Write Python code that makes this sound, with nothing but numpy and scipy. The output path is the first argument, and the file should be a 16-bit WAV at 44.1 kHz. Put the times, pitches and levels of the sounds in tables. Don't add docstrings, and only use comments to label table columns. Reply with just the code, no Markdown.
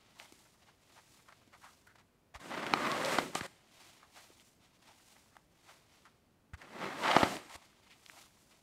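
import sys
import numpy as np
from scipy import signal
from scipy.io import wavfile

SR = 44100
rng = np.random.default_rng(int(sys.argv[2]) if len(sys.argv) > 2 else 0)


def bounce(signal):
    frames = np.transpose(np.atleast_2d(signal))
    limited = np.clip(frames, -1, 1)
    pcm = np.round(limited * 32767).astype(np.int16)
    wavfile.write(sys.argv[1], SR, pcm)


N = 380141

# frequency in Hz, level in dB.
CRUMB_TONE = [(100, -28), (330, 2.5), (460, -13), (650, 3.5), (1150, 0), (1800, -4), (2500, 0), (3500, 0),
              (7500, -3), (10000, -7), (16000, -16)]


def cracks(knock_hz=250, low_ratio=0.6, first_snap_db=7, give_share=0.3):
    # start in seconds, level in dB, pitch in Hz, splintering time in seconds,
    # then the dB added for the splinters, the low swing, the knock and the plate.
    breaks = [(2.7371, -17.5, 1200, 0.0016, 1.5, 0, -7, -7.5),
              (3.185, -19.5, 1210, 0.0041, -2, 2.5, -1.5, -8),
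              (3.353, -28.5, 1160, 0.0031, -6, -8.5, -1.5, 2.5),
              (3.4096, -32.5, 1730, 0.003, -3, -3, -3, -8),
              (7.113, -21.5, 1146, .005, -3.5, -9, -21.5, -3.5),
              (7.1647, -13, 1190, 0.0028, -8.5, 4, -1.5, -7), (7.2304, -17, 910, 0.007, -7, 2.5, 3.5, -8.5)]
    # pitch in Hz, level in dB, seconds to fade by 60 dB.
    plate_notes = [(765, -1.5, .02), (1206, -2.5, .034), (2370, -7, 0.018), (3000, -5.5, 0.02),
                   (4100, -15.5, 0.0086)]
    # frequency in Hz, level in dB.
    splinter_tone = [(100, -17), (300, -7.5), (1000, 5), (4400, -2), (6000, -15), (9000, -21),
                     (16000, -34.5)]
    out, t = np.zeros(N), np.arange(SR // 10) / SR
    knock = ring(knock_hz, cycles=0.26, rise=0.4)
    plate = sum(amp(db) * ring(hz, cycles=hz * fade / np.log(1000), rise=0.3)
                for hz, db, fade in plate_notes)
    for s, db, hz, run_on, splinters_db, low_db, knock_db, plate_db in breaks:
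        snaps = amp(first_snap_db) * (t == 0) + rng.choice([-1., 1.], len(t)) * np.exp(-t / run_on)
        splinters = amp(3.5 + splinters_db) * colour(snaps, splinter_tone)
        add(out, s, amp(db) * (ring(hz, cycles=1.3, rise=0.24) + splinters))
        swing = amp(low_db) * ring(hz * low_ratio, cycles=0.72, rise=0.28)
        giving_way = swing + amp(knock_db) * knock + amp(plate_db) * plate
        add(out, s + give_share * run_on, amp(db) * giving_way)
    return out


def collapsing_foam():
    # frequency in Hz, level in dB.
    crunch_tone = [(100, -36), (300, -11.5), (550, -0.5), (1250, -1.5), (2200, -9), (3000, -11.5),
                   (4200, -17), (6000, -24.5), (15000, -53)]
    boom_tone = [(30, -30), (90, -12.5), (170, 3), (280, 4), (420, -0.5), (620, -5.5), (1500, -36.5)]
    powder_tone = [(500, -25.5), (2000, 1), (3500, 0.5), (6000, -3.5), (8200, -3), (10000, -9),
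                   (13000, -13), (16000, -24.5)]
    bunches = clumps(per_s=180, depth_db=1.98)
    crunch = unit(colour(bunches * cells(per_s=5000, spread_db=1.8), crunch_tone))
    boom = unit(colour(bunches * cells(per_s=4500, spread_db=2), boom_tone))
    powder = unit(colour(cells(per_s=20000, spread_db=3.5), powder_tone))
    return crunch, boom, powder


def digging():
    # time in seconds, then crunch, boom and powder in dB.
    strokes = [
        [(2.395, -62, -69, -69.5), (2.404, -56.5, -64, -60), (2.495, -53, -53, -57.5),
         (2.52, -40.5, -49, -57.5), (2.7, -41.5, -44.5, -58.5), (2.8, -40.5, -45, -52),
         (2.86, -35.5, -41, -51.5), (2.94, -39.5, -44.5, -50), (3.045, -38.5, -45, -48),
         (3.13, -35, -44.5, -41.5), (3.24, -46, -44, -50.5), (3.32, -61, -53.5, -60), (3.35, -48, -54, -58)],
        [(6.575, -68.5, -76, -69), (6.625, -56.5, -63.5, -68.5), (6.68, -60, -62.5, -69),
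         (6.84, -39.5, -44.5, -60), (6.95, -47.5, -53.5, -58.5), (7.02, -42.5, -45.5, -51.5),
         (7.037, -34, -47, -51), (7.11, -30, -48, -49), (7.2, -33.5, -44, -45), (7.36, -49, -45.5, -48.5),
         (7.41, -55.5, -62, -62.5), (7.5, -65, -69, -64)],
    ]
    out, t = np.zeros((3, N)), np.arange(N) / SR
    for stroke in strokes:
        s, *levels = np.transpose(stroke)
        out += amp([np.interp(t, s, db, left=-np.inf, right=-np.inf) for db in levels])
    return out


def hollows(width_hz=100):
    # time in seconds, pitch in Hz, level in dB.
    slides = [
        [(2.7, 1300, -53.5), (2.86, 1156, -41.5), (3.03, 1010, -50)],
        [(2.96, 537, -41.5), (3.13, 566, -42), (3.24, 485, -50.5)],
        [(7.0, 1020, -51.5), (7.05, 903, -41), (7.18, 746, -37), (7.27, 739, -45), (7.38, 690, -50)],
    ]
    out = np.zeros(N)
    for slide in slides:
        s, hz, db = np.transpose(slide)
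        t = np.arange(s[0], s[-1], 1 / SR)
        tone = unit(resonate(rng.standard_normal(len(t)), np.interp(t, s, hz), width_hz))
        add(out, s[0], amp(np.interp(t, s, db)) * tone)
    return out


def tearing(crunch, boom, powder, attack_s=0.0018, release_s=0.0023):
    # start and length in seconds, level in dB, swell in dB per second,
    # then the dB added for the boom and the powder.
    tears = [(3.351, 0.04, -47, -64, -3, 4), (3.391, 0.074, -52, 80, -14, -4.5),
             (7.495, 0.067, -62.5, 150, -15, 2)]
    out = np.zeros(N)
    for s, length, db, swell, boom_db, powder_db in tears:
        t = np.arange(0, 2 * length, 1 / SR)
        edges = np.minimum(t / attack_s, 1) * np.exp(-np.maximum(t - length, 0) / release_s)
        rasp = crunch + amp(boom_db) * boom + amp(powder_db) * powder
        add(out, s, amp(db + swell * np.minimum(t, length)) * edges * rasp[round(s * SR):][:len(t)])
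    return out


def chips(gain, per_s, boost_db, range_db, hz, octaves):
    out = np.zeros(N)
    for when, size, pitch in rng.random((int(per_s * N / SR), 3)):
        at = int(when * N)
        if gain[at] > 0:
            chip = ring(hz * 2 ** (octaves * (2 * pitch - 1)), cycles=1.7, rise=0.12)
            add(out, at / SR, gain[at] * amp(boost_db + range_db * size ** 2) * chip)
    return out


def grip():
    # firmest moment in seconds, level in dB, closing and easing times in seconds,
    # dB added to the treble. Firm squeezes are bright; gathering the pieces is dull.
    squeezes = [(.04, -69, 0.31, 0.39, -13), (.2, -58, 0.026, 0.072, -2.5), (.42, -72, 0.28, 0.17, 5),
                (0.629, -64.5, 0.016, 0.014, -11), (.68, -67, 0.027, 0.043, -10),
                (.97, -67.5, 0.17, 0.063, -1.5), (1.13, -68.5, 0.13, 0.15, 3),
                (1.31, -70.5, 0.058, 0.26, -5.5), (1.65, -68.5, 0.088, 0.18, 2.5),
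                (3.48, -68.5, 0.022, 0.38, -19), (3.839, -60.5, 0.12, 0.17, -2.5),
                (4.18, -62.5, 0.063, 0.18, 0), (4.47, -75.5, 0.17, 0.08, 7),
                (4.64, -67.5, 0.032, 0.045, -6.5), (4.76, -70, 0.06, 0.017, -7),
                (4.882, -62, 0.052, 0.06, -8), (5.12, -69, 0.25, 0.21, 3), (5.71, -65, 0.12, 0.13, -2),
                (5.94, -67.5, 0.071, 0.17, -4), (7.64, -66, 0.11, 0.069, -4),
                (7.88, -68.5, 0.24, 0.038, -8), (8.21, -62, 0.2, 0.067, 1.5), (8.36, -74.5, 0.1, 0.51, 4),
                (8.514, -62.5, 0.0055, 0.041, -8)]
    t, power = np.arange(0, N / SR, .002), 0
    for s, db, closing, easing, treble_db in squeezes:
        away = np.maximum((s - t) / closing, (t - s) / easing)
        swell = np.exp(-away ** 1.3)
        power = power + np.outer(amp([db, db + treble_db]), swell) ** 2
    return [np.interp(np.arange(N) / SR, t, np.sqrt(p)) for p in power]


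def squeezing(gain, treble_gain, treble_from_hz=4700):
    grit = cells(per_s=12000, spread_db=3.0) * clumps(per_s=120, depth_db=1.62)
    hiss = unit(colour(grit, CRUMB_TONE))
    dull = signal.filtfilt(*signal.butter(2, treble_from_hz, fs=SR), hiss)
    return amp(2.5) * (gain * dull + treble_gain * (hiss - dull))


def ticks(grit_s=0.0019):
    # start in seconds, level in dB, pitch in Hz, dB added for the grit.
    crumbs = [(0.1994, -32.5, 2200, -24), (0.323, -49, 278, 0.5), (1.476, -55.5, 241, -7),
              (2.6662, -25.5, 2380, -18), (2.9168, -21, 3470, -19), (3.049, -20, 3720, -20),
              (3.352, -20.5, 6060, -13), (4.3023, -50.5, 352, -20), (4.3985, -45.5, 2650, -15),
              (6.054, -46.5, 1410, -15), (7.219, -21, 800, -22), (7.368, -31.5, 2680, -12),
              (8.0628, -37.5, 3000, -15), (8.098, -35, 1720, -18)]
    out, t = np.zeros(N), np.arange(SR // 10) / SR
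    for s, db, hz, grit_db in crumbs:
        grit = unit(colour(rng.standard_normal(len(t)), CRUMB_TONE)) * np.exp(-t / grit_s)
        add(out, s, amp(db) * (ring(hz, cycles=0.43, rise=0.72) + amp(grit_db) * grit))
    return out


def bumps():
    # start in seconds, level in dB, pitch in Hz.
    thuds = [(2.352, -48.5, 54), (2.413, -50, 139), (3.413, -40.5, 104), (6.534, -40, 70),
             (7.232, -31.5, 107), (7.552, -53.5, 70.4)]
    out = np.zeros(N)
    for s, db, hz in thuds:
        add(out, s, amp(db) * ring(hz, cycles=0.49, rise=0.26))
    return out


def scuffs(extra_rows):
    # start in seconds, level in dB, length in seconds, pitch in Hz, sharpness of the ring (Q).
    rubs = [(0.19, -54.5, 0.047, 774, 2), (0.958, -58.5, 0.048, 970, 0.7), (1.268, -62, 0.076, 1270, 2.8),
            (1.285, -55.5, 0.011, 1295, 1.3), (1.322, -54, 0.01, 1150, 1.3), (1.524, -58, 0.051, 1120, 1),
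            (1.612, -55, 0.095, 1250, 2.1), (1.867, -53, 0.015, 1420, 16), (1.879, -64.5, 0.059, 1580, 5.1),
            (1.951, -61, 0.023, 1130, 0.6), (1.975, -62.5, 0.048, 1580, 0.74),
            (2.339, -47, 0.038, 1080, 0.66), (3.056, -35, 0.008, 3800, 1.3), (3.365, -47, 0.065, 1210, 5.8),
            (4.019, -60, 0.047, 1240, 2), (4.15, -56, 0.071, 1060, 0.48), (4.398, -66, 0.035, 3000, 1.8),
            (4.875, -61.5, 0.053, 890, 3.5), (5.15, -66.5, 0.035, 700, 0.7), (5.3, -71, 0.12, 1290, 1.5),
            (5.366, -47.5, 0.0045, 1000, 3.8), (5.655, -62.5, 0.12, 1130, 1),
            (6.048, -59.5, 0.044, 1360, 2.2), (6.532, -48.5, 0.022, 1510, 1.9),
            (6.613, -50, 0.019, 1720, 1.8), (7.47, -56.5, 0.12, 980, 4.1), (7.895, -58.5, 0.055, 2770, 2.3),
            (8.125, -61.5, 0.047, 760, 2.2)]
    # frequency in Hz, level in dB.
    rub_tone = [(100, -39), (450, -5), (700, 4), (2100, -2.5), (2700, -2.5), (8000, -3.5), (16000, -10.5)]
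    out, grit = np.zeros(N), colour(cells(per_s=9000, spread_db=4.0), rub_tone)
    for s, db, length, hz, q in rubs + extra_rows:
        rush = grit[round(s * SR):][:round(2 * length * SR)]
        progress = np.arange(len(rush)) / (length * SR)
        swell = np.minimum(progress / 0.25, 1) * np.exp(-1.6 * progress ** 3)
        lump = signal.lfilter(*signal.iirpeak(hz, q, fs=SR), rush)
        add(out, s, amp(db) * unit(lump + 0.033 * rush) * swell)
    return out


def slips(gain, per_s=6.2, boost_db=2.5, typical_s=0.024, middle_hz=1120, octaves=0.35, q=0.99):
    rows = []
    for k, (when, size, pitch) in enumerate(rng.random((int(per_s * N / SR) - 1, 3))):
        s = (k + when) / per_s
        db = boost_db + 20 * np.log10(gain[int(s * SR)] * (.5 + size) + 1e-9)
        hz = middle_hz * 2 ** (octaves * (2 * pitch - 1))
        rows.append((s, db, typical_s * (.5 + size), hz, q))
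    return rows


def room(x, size=256, rise_s=0.0027):
    # frequency in Hz, seconds for the echo to fade by 60 dB.
    fade_times = [(100, 0.49), (1500, 0.32), (15000, 0.88)]
    hz, t, noise = signal.stft(rng.standard_normal(SR // 2), SR, nperseg=size)
    decay = amp(-60 * t / read(fade_times, hz)[:, None])
    tail = signal.istft(noise * decay * np.minimum(t / rise_s, 1), SR, nperseg=size)[1]
    return signal.fftconvolve(x, tail / np.linalg.norm(tail))[:N]


def hush(level_db=-70.5):
    # frequency in Hz, level in dB.
    hush_tone = [(20, -17), (50, -5.5), (110, -3), (250, -6), (400, -10), (1000, -17), (5000, -29),
                 (15500, -35)]
    return amp(level_db) * unit(colour(rng.standard_normal(N), hush_tone, body=0, size=8192))


def cells(per_s, spread_db):
    chance, strength, sign = rng.random((3, N))
    size = amp(spread_db * np.minimum(-np.log(1 - strength), 4))
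    return unit(size * np.sign(sign - .5) * (chance < per_s / SR))


def clumps(per_s, depth_db):
    wobble = rng.standard_normal(N)
    return amp(depth_db * np.interp(np.arange(N) * per_s / SR, np.arange(N), wobble))


def ring(hz, cycles, rise):
    turns = hz * np.arange(SR // 10) / SR
    position = np.sin(2 * np.pi * turns) * np.exp(-turns / cycles) * (1 - np.exp(-turns / rise)) ** 2
    speed = np.gradient(position)
    return speed / abs(speed).max()


def resonate(x, hz, width):
    turn = np.exp(2j * np.pi * np.cumsum(hz) / SR)
    r = np.exp(-np.pi * width / SR)
    return (turn * signal.lfilter([(1 - r) ** 2], [1, -2 * r, r * r], x / turn)).real


def colour(x, tone, body=1, size=2048):
    # pitch in Hz, width in Hz, boost or cut in dB.
    resonances = [(354, 60, 4), (465, 150, -2), (573, 44, 2), (1250, 88, 1), (1670, 70, -1.5),
                  (2020, 420, 4), (2680, 180, -0.5)]
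    hz = abs(np.fft.fftfreq(size, 1 / SR))
    lift = sum(db / (1 + (2 * (hz - f) / width) ** 2) for f, width, db in resonances)
    log_gain = np.log(amp(read(tone, hz) + body * lift))
    response = np.fft.ifft(np.exp(np.conj(signal.hilbert(log_gain)))).real
    return signal.oaconvolve(x, response)[:len(x)]


def amp(db):
    return 10 ** (np.asarray(db) / 20)


def unit(x):
    return x / np.sqrt(np.mean(x ** 2) + 1e-20)


def read(points, hz):
    f, value = np.transpose(points)
    return np.interp(np.log(hz + 1), np.log(f + 1), value)


def add(mix, s, sound):
    part = mix[max(round(s * SR), 0):][:len(sound)]
    part += sound[:len(part)]


def scene():
    voices, dig_gains, background = collapsing_foam(), digging(), hush()
    grip_gain, treble_gain = grip()
    block = (dig_gains * voices).sum(axis=0) + hollows() + tearing(*voices) + cracks()
    loose = squeezing(grip_gain, treble_gain) + ticks() + bumps() + scuffs(slips(grip_gain))
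    block += chips(dig_gains[0], per_s=67, boost_db=-2, range_db=9, hz=1499, octaves=1.36)
    loose += chips(grip_gain, per_s=35, boost_db=3.5, range_db=8.6, hz=2370, octaves=1.6)
    foam = block + loose
    return (foam + amp(-15.0) * room(foam) + background)[None]


def record(dry, edge_hz=15750):
    low_pass = signal.firwin(511, edge_hz, window=("kaiser", 9), fs=SR)
    return signal.oaconvolve(dry, low_pass[None], "same")


dry = scene()
out = record(dry)
bounce(out)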